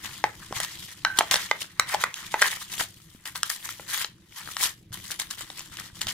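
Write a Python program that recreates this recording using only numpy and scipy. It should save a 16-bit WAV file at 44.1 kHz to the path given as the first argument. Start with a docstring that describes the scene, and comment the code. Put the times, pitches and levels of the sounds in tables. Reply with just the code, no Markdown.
"""Tearing open a blister pack

Hands tear the card backing off a plastic blister, close to a two-port microphone and nearer its left port.
The stiff shell buckles with sharp snaps: each sets decaying modes ringing and adds a burst of noise.
Card fibres rip and fingers rub in a dense crackle of shaped noise and short ticks; hands bump in low thuds.
A small room answers with decaying noise tails, and a low hum of ventilation, filtered noise, lies under it.
"""
import sys
import numpy as np
from scipy import signal
from scipy.fft import rfft, irfft, next_fast_len
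from scipy.io import wavfile
from scipy.ndimage import uniform_filter1d, map_coordinates

SR = 44100
rng = np.random.default_rng(int(sys.argv[2]) if len(sys.argv) > 2 else 0)


def to_wav(s):
    """Save 16-bit WAV."""
    ch = np.atleast_2d(s).T  # columns
    pcm = np.round(np.clip(ch, -1, 1) * 32767)  # PCM
    wavfile.write(sys.argv[1], SR, pcm.astype(np.int16))


N = 270324  # samples

# snaps of the shell; the last three levels are relative to the snap's own:
# (time [s], level [dB], deep modes [dB], bright modes [dB], crack noise before its band-pass [dB])
SNAP_EVENTS = [(0.24, 1.5, -1, -5.5, -36), (0.525, -25, 13.5, 8.5, -6), (0.601, -11, -7.5, 1, -1.5),
               (0.647, -18.5, -22, 9.5, -3), (1.049, 5.5, -53, -3.5, -30), (1.187, -1, -7, 8, -2),
               (1.19, -11.5, -25, 3.5, 4.5), (1.208, -1, 1, -44, -34), (1.311, -19, -9, 20.5, 11.5),
               (1.341, -2.5, -7.5, 6.5, -6), (1.357, -11, -2.5, 12, -25), (1.512, 4, -11, -4.5, -27),
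               (1.796, 4, -56, 0.5, -9.5), (1.94, -10.5, -2.5, -6, -6), (1.945, -14, 10.5, 9.5, -8),
               (2.038, 4.5, -26, -9.5, -17.5), (2.141, -38.5, -32.5, 25.5, 16),
               (2.341, -1.5, -2, -9, -29.5), (2.418, 0, -9.5, -1, -6.5), (2.423, 10, -29, -5.5, -27),
               (2.476, -26.5, -30, 12, 9), (2.811, -14, 1, -16, -9), (3.256, -20.5, -35, 7, -23),
               (3.357, -16.5, -29, 6, -16), (3.431, -6.5, -48, 8.5, -6), (3.5, -11.5, -27, 3, -5),
               (3.69, -13.5, -39, 0, -13), (3.796, -23, 1, -17, -31), (4.045, -13, -14.5, 9, -27),
               (4.567, -8.5, -48, 2.5, -17), (4.92, -33.5, -14.5, 6, -12.5), (5.116, -28, 1, 14.5, 9.5),
               (5.198, -12.5, -33, 5, 2), (5.219, -24, -20, 3, 3), (5.309, -21, -36, 9.5, 1),
               (5.408, -30, 0, -4, 5), (5.501, -22, -5, 5.5, -10), (5.593, -32, -8, 11.5, 10),
               (5.606, -29, -6, 12, -18), (5.77, -33.5, -33.5, 18, 5), (5.798, -23.5, -38, -20, 3),
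               (5.968, -33, -15, -1, -13), (6.015, -15.5, -15, 10.5, 1.5), (6.069, -23.5, -2, 17.5, 2)]


def amp(db):
    """dB to gain."""
    return 10 ** (np.asarray(db) / 20)


def unit(x):
    """Scaled to rms 1."""
    return x / np.sqrt(np.mean(x ** 2) + 1e-20)


def along(points, hz):
    """Values of (Hz, value) points, interpolated on a log frequency axis."""
    f, v = np.transpose(points)
    return np.interp(np.log(hz + 1), np.log(f + 1), v)


def curves(rows):
    """One value per sample for each column after the time."""
    s, *cols = np.transpose(rows)
    return [np.interp(np.arange(N) / SR, s, c) for c in cols]


def wobble(rate):
    """A smooth random curve, rate knots a second."""
    knots = rng.standard_normal(int(N * rate / SR) + 4)
    return map_coordinates(knots, [np.arange(N) * rate / SR])


def filtered(x, response):
    """x times a complex response of frequency."""
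    m = next_fast_len(N + 8192)
    return irfft(rfft(x, m) * response(np.fft.rfftfreq(m, 1 / SR)), m)[..., :N]


def pair(x, spectrum, alike, patchy_db):
    """Two raw channels given patches of changing colour, filtered and mixed to a left-right likeness, rms 1."""
    z = signal.stft(x, nperseg=256)[2]
    field = uniform_filter1d(rng.standard_normal(z.shape[1:]), size=5, axis=0)  # over frequency
    field = uniform_filter1d(field, size=12, axis=1)  # over time
    x = signal.istft(z * amp(patchy_db * unit(field)), nperseg=256)[1][:, :N]
    # the angle sets how much is common to both ports (mid) and how much opposed (side)
    turn = lambda hz: np.arccos(np.clip(along(alike, hz), -1, 1)) / 2
    mid, side = filtered(x, lambda hz: amp(along(spectrum, hz)) * [np.cos(turn(hz)), np.sin(turn(hz))])
    return unit(np.array([mid + side, mid - side]))


def hum():
    """Ventilation rumble and faint hiss: filtered noise, swelling as the hands lean on the table."""
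    # colour of the air noise: (frequency [Hz], relative level [dB])
    air_colour = [(20, -14), (80, -8), (110, -2), (140, -7), (195, -4.5), (250, -18.5), (330, -9.5),
                  (400, -22), (870, -36.5), (3300, -32), (9000, -57), (16000, -48)]
    # likeness of the two ports: (frequency [Hz], correlation [-1 to 1])
    air_likeness = [(60, 0.93), (250, 0.97), (700, 0.43), (3000, 0.18)]
    # rumble under the moving hands: (time [s], level [dB])
    handling = [(0, -50), (1.2, -52.5), (2.6, -56), (4.4, -56.5), (5.1, -54.5), (6.13, -51)]
    air = pair(rng.standard_normal((2, N)), air_colour, air_likeness, patchy_db=3.0)
    return amp(curves(handling)[0]) * air


def pull():
    """Strength of fibres and of the card's body: rips, rubbing and the shudder after snaps add as powers."""
    # fingers rubbing between the rips: (time [s], fibre crackle level [dB])
    rubbing = [(0, -50.5), (0.15, -44), (0.3, -54), (0.72, -44.5), (1.0, -54), (1.45, -42.5), (1.77, -58),
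               (2.65, -49.5), (3.22, -62.5), (3.45, -51), (3.85, -52.5), (4.2, -66.5), (4.5, -42.5),
               (4.88, -73.5), (5.0, -52.5), (5.65, -49), (5.92, -59.5), (6.13, -58)]
    # short rips of the card: (time [s], length [s], fibre crackle level [dB])
    rip_events = [(0.049, 0.014, -38.5), (0.424, 0.0034, -41.5), (0.558, 0.014, -32), (0.605, 0.037, -30.5),
                  (0.719, 0.0035, -39), (0.794, 0.064, -41), (0.879, 0.057, -44), (1.175, 0.014, -37.5),
                  (1.19, 0.038, -37), (1.311, 0.028, -23.5), (1.353, 0.018, -30), (1.38, 0.054, -36.5),
                  (1.612, 0.0076, -32.5), (1.895, 0.049, -36), (2.008, 0.015, -34.5), (2.163, 0.11, -42),
                  (2.314, 0.043, -42), (2.39, .025, -37.5), (2.413, 0.071, -28), (2.513, 0.044, -37.5),
                  (2.616, 0.008, -37), (2.725, 0.059, -38), (2.803, 0.0071, -25.5), (3.254, 0.025, -39.5),
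                  (3.352, 0.016, -38.5), (3.466, 0.0041, -39), (3.495, 0.051, -34.5), (3.651, 0.0046, -37),
                  (3.697, 0.02, -39.5), (3.83, 0.0071, -45.5), (3.884, 0.066, -40), (3.928, 0.1, -31.5),
                  (4.365, 0.043, -39.5), (4.492, 0.014, -40), (4.606, 0.036, -30), (4.629, 0.029, -26),
                  (4.927, 0.077, -41.5), (5.042, 0.1, -45), (5.109, 0.014, -36.5), (5.191, 0.018, -31.5),
                  (5.304, 0.015, -36), (5.391, 0.029, -39), (5.578, 0.028, -42.5), (5.731, 0.013, -43),
                  (5.789, 0.01, -38), (5.841, 0.027, -43), (5.957, 0.033, -43.5), (6.009, 0.019, -34.5),
                  (6.088, 0.015, -31.5)]
    # how much the card's body sounds along with its fibres: (time [s], level over the crackle [dB])
    card_share = [(0, -2), (0.4, -7), (0.6, -2.5), (0.85, -9.5), (1.35, -0.5), (1.62, -8.5), (1.9, 4.5),
                  (2.2, -6.5), (2.47, 1.5), (2.75, -8.5), (3.05, -8.5), (3.25, 1), (3.5, -5.5), (6.13, -8)]
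    rise_db_per_s, fall_db_per_s, sag_db_per_s = 661, 426, 52
    snap_near_s = .008
    shudder_db, shudder_db_per_s = -40, 168.5  # start relative to the snap, then fall

    t = np.arange(N) / SR
    fibre_power = amp(curves(rubbing)[0]) ** 2
    for s, length, db in rip_events:
        before = np.maximum(s - t, 0)
        after = np.maximum(t - s - abs(length), 0)
        strength = amp(db - rise_db_per_s * before - fall_db_per_s * after)
        snapped = min(abs(row[0] - s) for row in SNAP_EVENTS) < snap_near_s
        if snapped:  # a rip set off by a snap starts at once and sags from its start
            strength = (t > s) * strength * amp(-sag_db_per_s * abs(t - s))
        fibre_power = fibre_power + strength ** 2
    body_power = fibre_power * amp(curves(card_share)[0]) ** 2
    for s, db, *_ in SNAP_EVENTS:
        shudder = (t > s) * amp(db + shudder_db - shudder_db_per_s * abs(t - s))
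        body_power = body_power + shudder ** 2
    return np.sqrt(fibre_power), np.sqrt(body_power)


def breaks(rate, spread_db, life):
    """Fibres break at random, rate a second, in random sizes; the power of each decays with time constant life."""
    sizes = amp(spread_db * np.minimum(rng.exponential(size=N), 4))
    sizes = (rng.random(N) < rate / SR) * sizes
    power = signal.lfilter([1], [1, -np.exp(-1 / (life * SR))], sizes ** 2)
    return np.sqrt(unit(power))


def ticks(count, mid_hz, cycles, spread_db):
    """Single fibres and creases letting go: a few cycles each, at its own pitch, size and spot."""
    luck, t = rng.random((count, 4)), np.arange(192) / SR
    hz = np.clip(mid_hz * np.exp(0.56 * rng.standard_normal((count, 1))), 1300, 14000)
    size = amp(-spread_db * np.log(1 - .97 * luck[:, 1:2]))  # many small, few large
    grain = size * np.sin(2 * np.pi * hz * t) * np.exp(-t * hz / cycles)
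    at = (luck[:, :1] * N).astype(int) + np.arange(len(t))
    shift = np.round(5 * (luck[:, 2:3] - .5)).astype(int)  # the spot sets the lag between the ports
    lean = amp(8.9 * luck[:, 3:])  # raises the left port, lowers the right
    sides = []
    for k in (1, -1):
        where = (at + 8 + k * shift).ravel()
        sides.append(np.bincount(where, (grain * lean ** k).ravel(), N + 256)[:N])
    return unit(np.array(sides))


def rip():
    """Fibres crackle in the treble; the same jerks shake the card's body."""
    # colour of the fibres' hiss: (frequency [Hz], relative level [dB])
    fibre_colour = [(1060, -36), (1800, -13.5), (2620, -9), (3060, 0), (5290, -5), (6590, -5), (8750, -7),
                    (11500, -9.5), (15100, -14), (16000, -20)]
    # colour of the card's body: (frequency [Hz], relative level [dB])
    card_colour = [(300, -40), (600, -21), (1000, -4), (1450, -5), (1900, 1), (2450, -7.5), (3500, -23.5)]
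    # change of the crackle above treble_hz: (time [s], level [dB])
    treble_level = [(0, 0.5), (1.3, -1), (2.3, -0.5), (2.8, 5), (3.6, 7), (4.2, 1), (4.7, 6.5),
                    (6.13, -1.5)]
    treble_hz = 8800

    fibre_strength, body_strength = pull()
    jerks_db = 1.6 * wobble(50)
    hiss = (0.7 + breaks(350, spread_db=3.5, life=0.0012)) * rng.standard_normal((2, N))
    knock = (0.14 + breaks(230, spread_db=1, life=0.004)) * rng.standard_normal((2, N))
    # likeness of the ports: (frequency [Hz], correlation)
    fibres = pair(hiss, fibre_colour, [(2000, 0.97), (5000, 0.04), (12000, 0.05)], patchy_db=2.0)
    card = pair(knock, card_colour, [(400, 0.48), (1000, 0.92), (2500, 0.24)], patchy_db=2.5)
    fibres = fibres + amp(-6.5) * ticks(count=1500, mid_hz=4950, cycles=2.0, spread_db=4.5)
    treble = filtered(fibres, lambda hz: 1 / (1 + (treble_hz / (hz + 1)) ** 4))
    fibres = fibres + (amp(curves(treble_level)[0]) - 1) * treble
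    return amp(jerks_db) * (fibre_strength * fibres + body_strength * card)


def ring(modes, t, detune):
    """One blow sets modes off together, strengths and tuning new; each port hears them a little differently."""
    hz, db, t60 = np.transpose(modes)[:, :, None]
    luck = rng.standard_normal((3, len(modes), 1))
    decaying = amp(db + 2.5 * luck[1] - 60 * t / t60)
    swing = np.sin(2 * np.pi * hz * (1 + detune * luck[0]) * t) * decaying
    return np.array([np.sum(swing * amp(1.5 * side * luck[2]), 0) for side in (1, -1)])


def snaps():
    """The shell buckles in three jerks within some ms; each rings its modes and cracks."""
    # modes of shell and card: (frequency [Hz], relative level [dB], t60 [s])
    pack_modes = [(540, -8, .018), (650, -3, .02), (820, 0, .024), (1000, -2, .016), (1320, -1, .014),
                  (1600, -2, .013), (1890, 0, .012), (2150, -5, .008), (3050, 0, .006), (3600, 0, .006),
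                  (4200, -2, .005), (4900, -3, .005), (5600, -2, .004)]
    # two panels of the shell that ring on faintly: (frequency [Hz], level [dB], t60 [s])
    lingering = [(850, -39, .3), (1540, -30, .5)]

    out, cracks = np.zeros((2, N + SR)), np.zeros((2, N + SR))
    t = np.arange(8192) / SR
    modes = np.array(pack_modes)
    group = np.digitize(modes[:, 0], [1100, 2600])  # deep, middle, bright; limits in Hz
    for s, db, deep_db, bright_db, crack_db in SNAP_EVENTS:
        levels = (deep_db, -3, bright_db)
        parts = [ring(modes[group == k], t, detune=.05) for k in range(3)]
        blow = sum(amp(level) * part / np.abs(part).max() for level, part in zip(levels, parts))
        flutter = 1 + unit(uniform_filter1d(rng.standard_normal(len(t)), size=300)) / 2
        shell_free = 1.0 < s < 1.1  # s; only then does no finger damp the panels
        blow = shell_free * flutter * ring(lingering, t, detune=.005) - blow
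        blow *= 1 - np.exp(-t / 0.000087)  # the wall gives way in a fraction of a ms
        noise = rng.standard_normal((3, len(t)))
        # noise partly shared by the ports, t60 11 ms
        crack = amp(crack_db - 60 * t / 0.011) * (noise[0] + 0.87 * noise[1:])
        luck = rng.random((2, 3))
        delays = 0.00071 + np.append(0, np.cumsum(.0006 + 0.001748 * luck[0, 1:]))  # s
        # each later jerk 9 dB weaker, pushing either way
        sizes = np.append(1, amp(-9 * np.arange(1, 3)) * np.sign(luck[1, 1:] - .5))
        for delay, size in zip(delays, sizes):
            at = round((s + delay) * SR)
            out[:, at:at + len(t)] += amp(db) * size * blow
            cracks[:, at:at + len(t)] += amp(db) * size * crack
    airborne = lambda hz: (1j * hz / (480 + 1j * hz)) ** 3  # a small pack radiates little bass
    sharp = lambda hz: 1j * hz * 6000 / (7500 ** 2 - hz ** 2 + 1j * hz * 6000)  # band around 7500 Hz
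    return filtered(out[:, :N], airborne) + filtered(cracks[:, :N], lambda hz: sharp(hz) ** 2)


def room(x):
    """Each frequency of the room's answer dies at its own speed; a fresh noise tail as the hands move."""
    # decay of the room: (frequency [Hz], t60 [s])
    room_decay = [(300, 0.37), (1000, 0.15), (3000, 0.23), (10000, 0.16)]
    step, gap = 8192, 350  # samples: renewal of the tail, wait before the answer
    out = np.zeros((2, N + SR))
    for start in range(0, N, step):
        hz, t, z = signal.stft(rng.standard_normal((2, SR // 3)), SR, nperseg=256)
        decay = amp(-60 * t / along(room_decay, hz)[:, None])
        tail = signal.istft(z * decay, SR, nperseg=256)[1]
        wet = signal.fftconvolve(x[None, start:start + step], tail / np.linalg.norm(tail[0]), axes=1)
        out[:, start + gap:start + gap + wet.shape[1]] += wet
    return out[:, :N]


def thuds():
    """Soft flesh on card: a low sine dying within a cycle or two, alike at both ports."""
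    # hands bump pack and table: (time [s], level before decay [dB], frequency [Hz])
    bumps = [(0.51, -25, 373), (0.523, -34, 157), (0.565, -31.5, 113), (1.19, -22.5, 332),
             (3.149, -35, 227), (4.907, -35.5, 110), (5.93, -38, 97)]
    out, t = np.zeros(N + SR), np.arange(4096) / SR
    for s, db, hz in bumps:
        out[round(s * SR):][:len(t)] += amp(db) * np.sin(2 * np.pi * hz * t) * np.exp(-t * hz / 0.71)
    return out[:N]


def scene():
    """The pack sits to one side of the ports; the room returns treble weaker and bass alike to both."""
    # place of the pack before the microphone: (time [s], left over right [dB])
    place = [(0, 2.5), (1.3, 0), (2.2, 0.5), (3, 2.5), (6.13, 2)]
    port_lag = 2.17  # samples by which the right port hears later
    hits, tearing = snaps(), rip()
    lean_db = curves(place)[0] / 2
    near = (hits + tearing) * amp([lean_db, -lean_db])
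    ports = np.array([[1], [-1]])  # half the lag each way
    near = filtered(near, lambda hz: np.exp(1j * np.pi * hz * port_lag / SR * ports))

    left, right = room(amp(-10) * hits.mean(0) + amp(-9.0) * tearing.mean(0))
    dull = lambda hz: 1 / (1 + 1j * hz / 4000)
    no_bass = lambda hz: 1j * hz / (900 + 1j * hz)
    mid_side = np.array([left + right, left - right]) / 2
    mid, side = filtered(mid_side, lambda hz: [dull(hz), no_bass(hz) * dull(hz)])
    return near + [mid + side, mid - side] + thuds() + hum()


def record(dry):
    """The microphone's peaks round off near full scale; almost nothing stays above the band limit."""
    top_hz = 15700
    soft = dry / (1 + np.abs(dry / .9) ** 6) ** (1 / 6)
    return filtered(soft, lambda hz: 1 / (1 + (hz / top_hz) ** 80))


dry = scene()
out = record(dry)
to_wav(out)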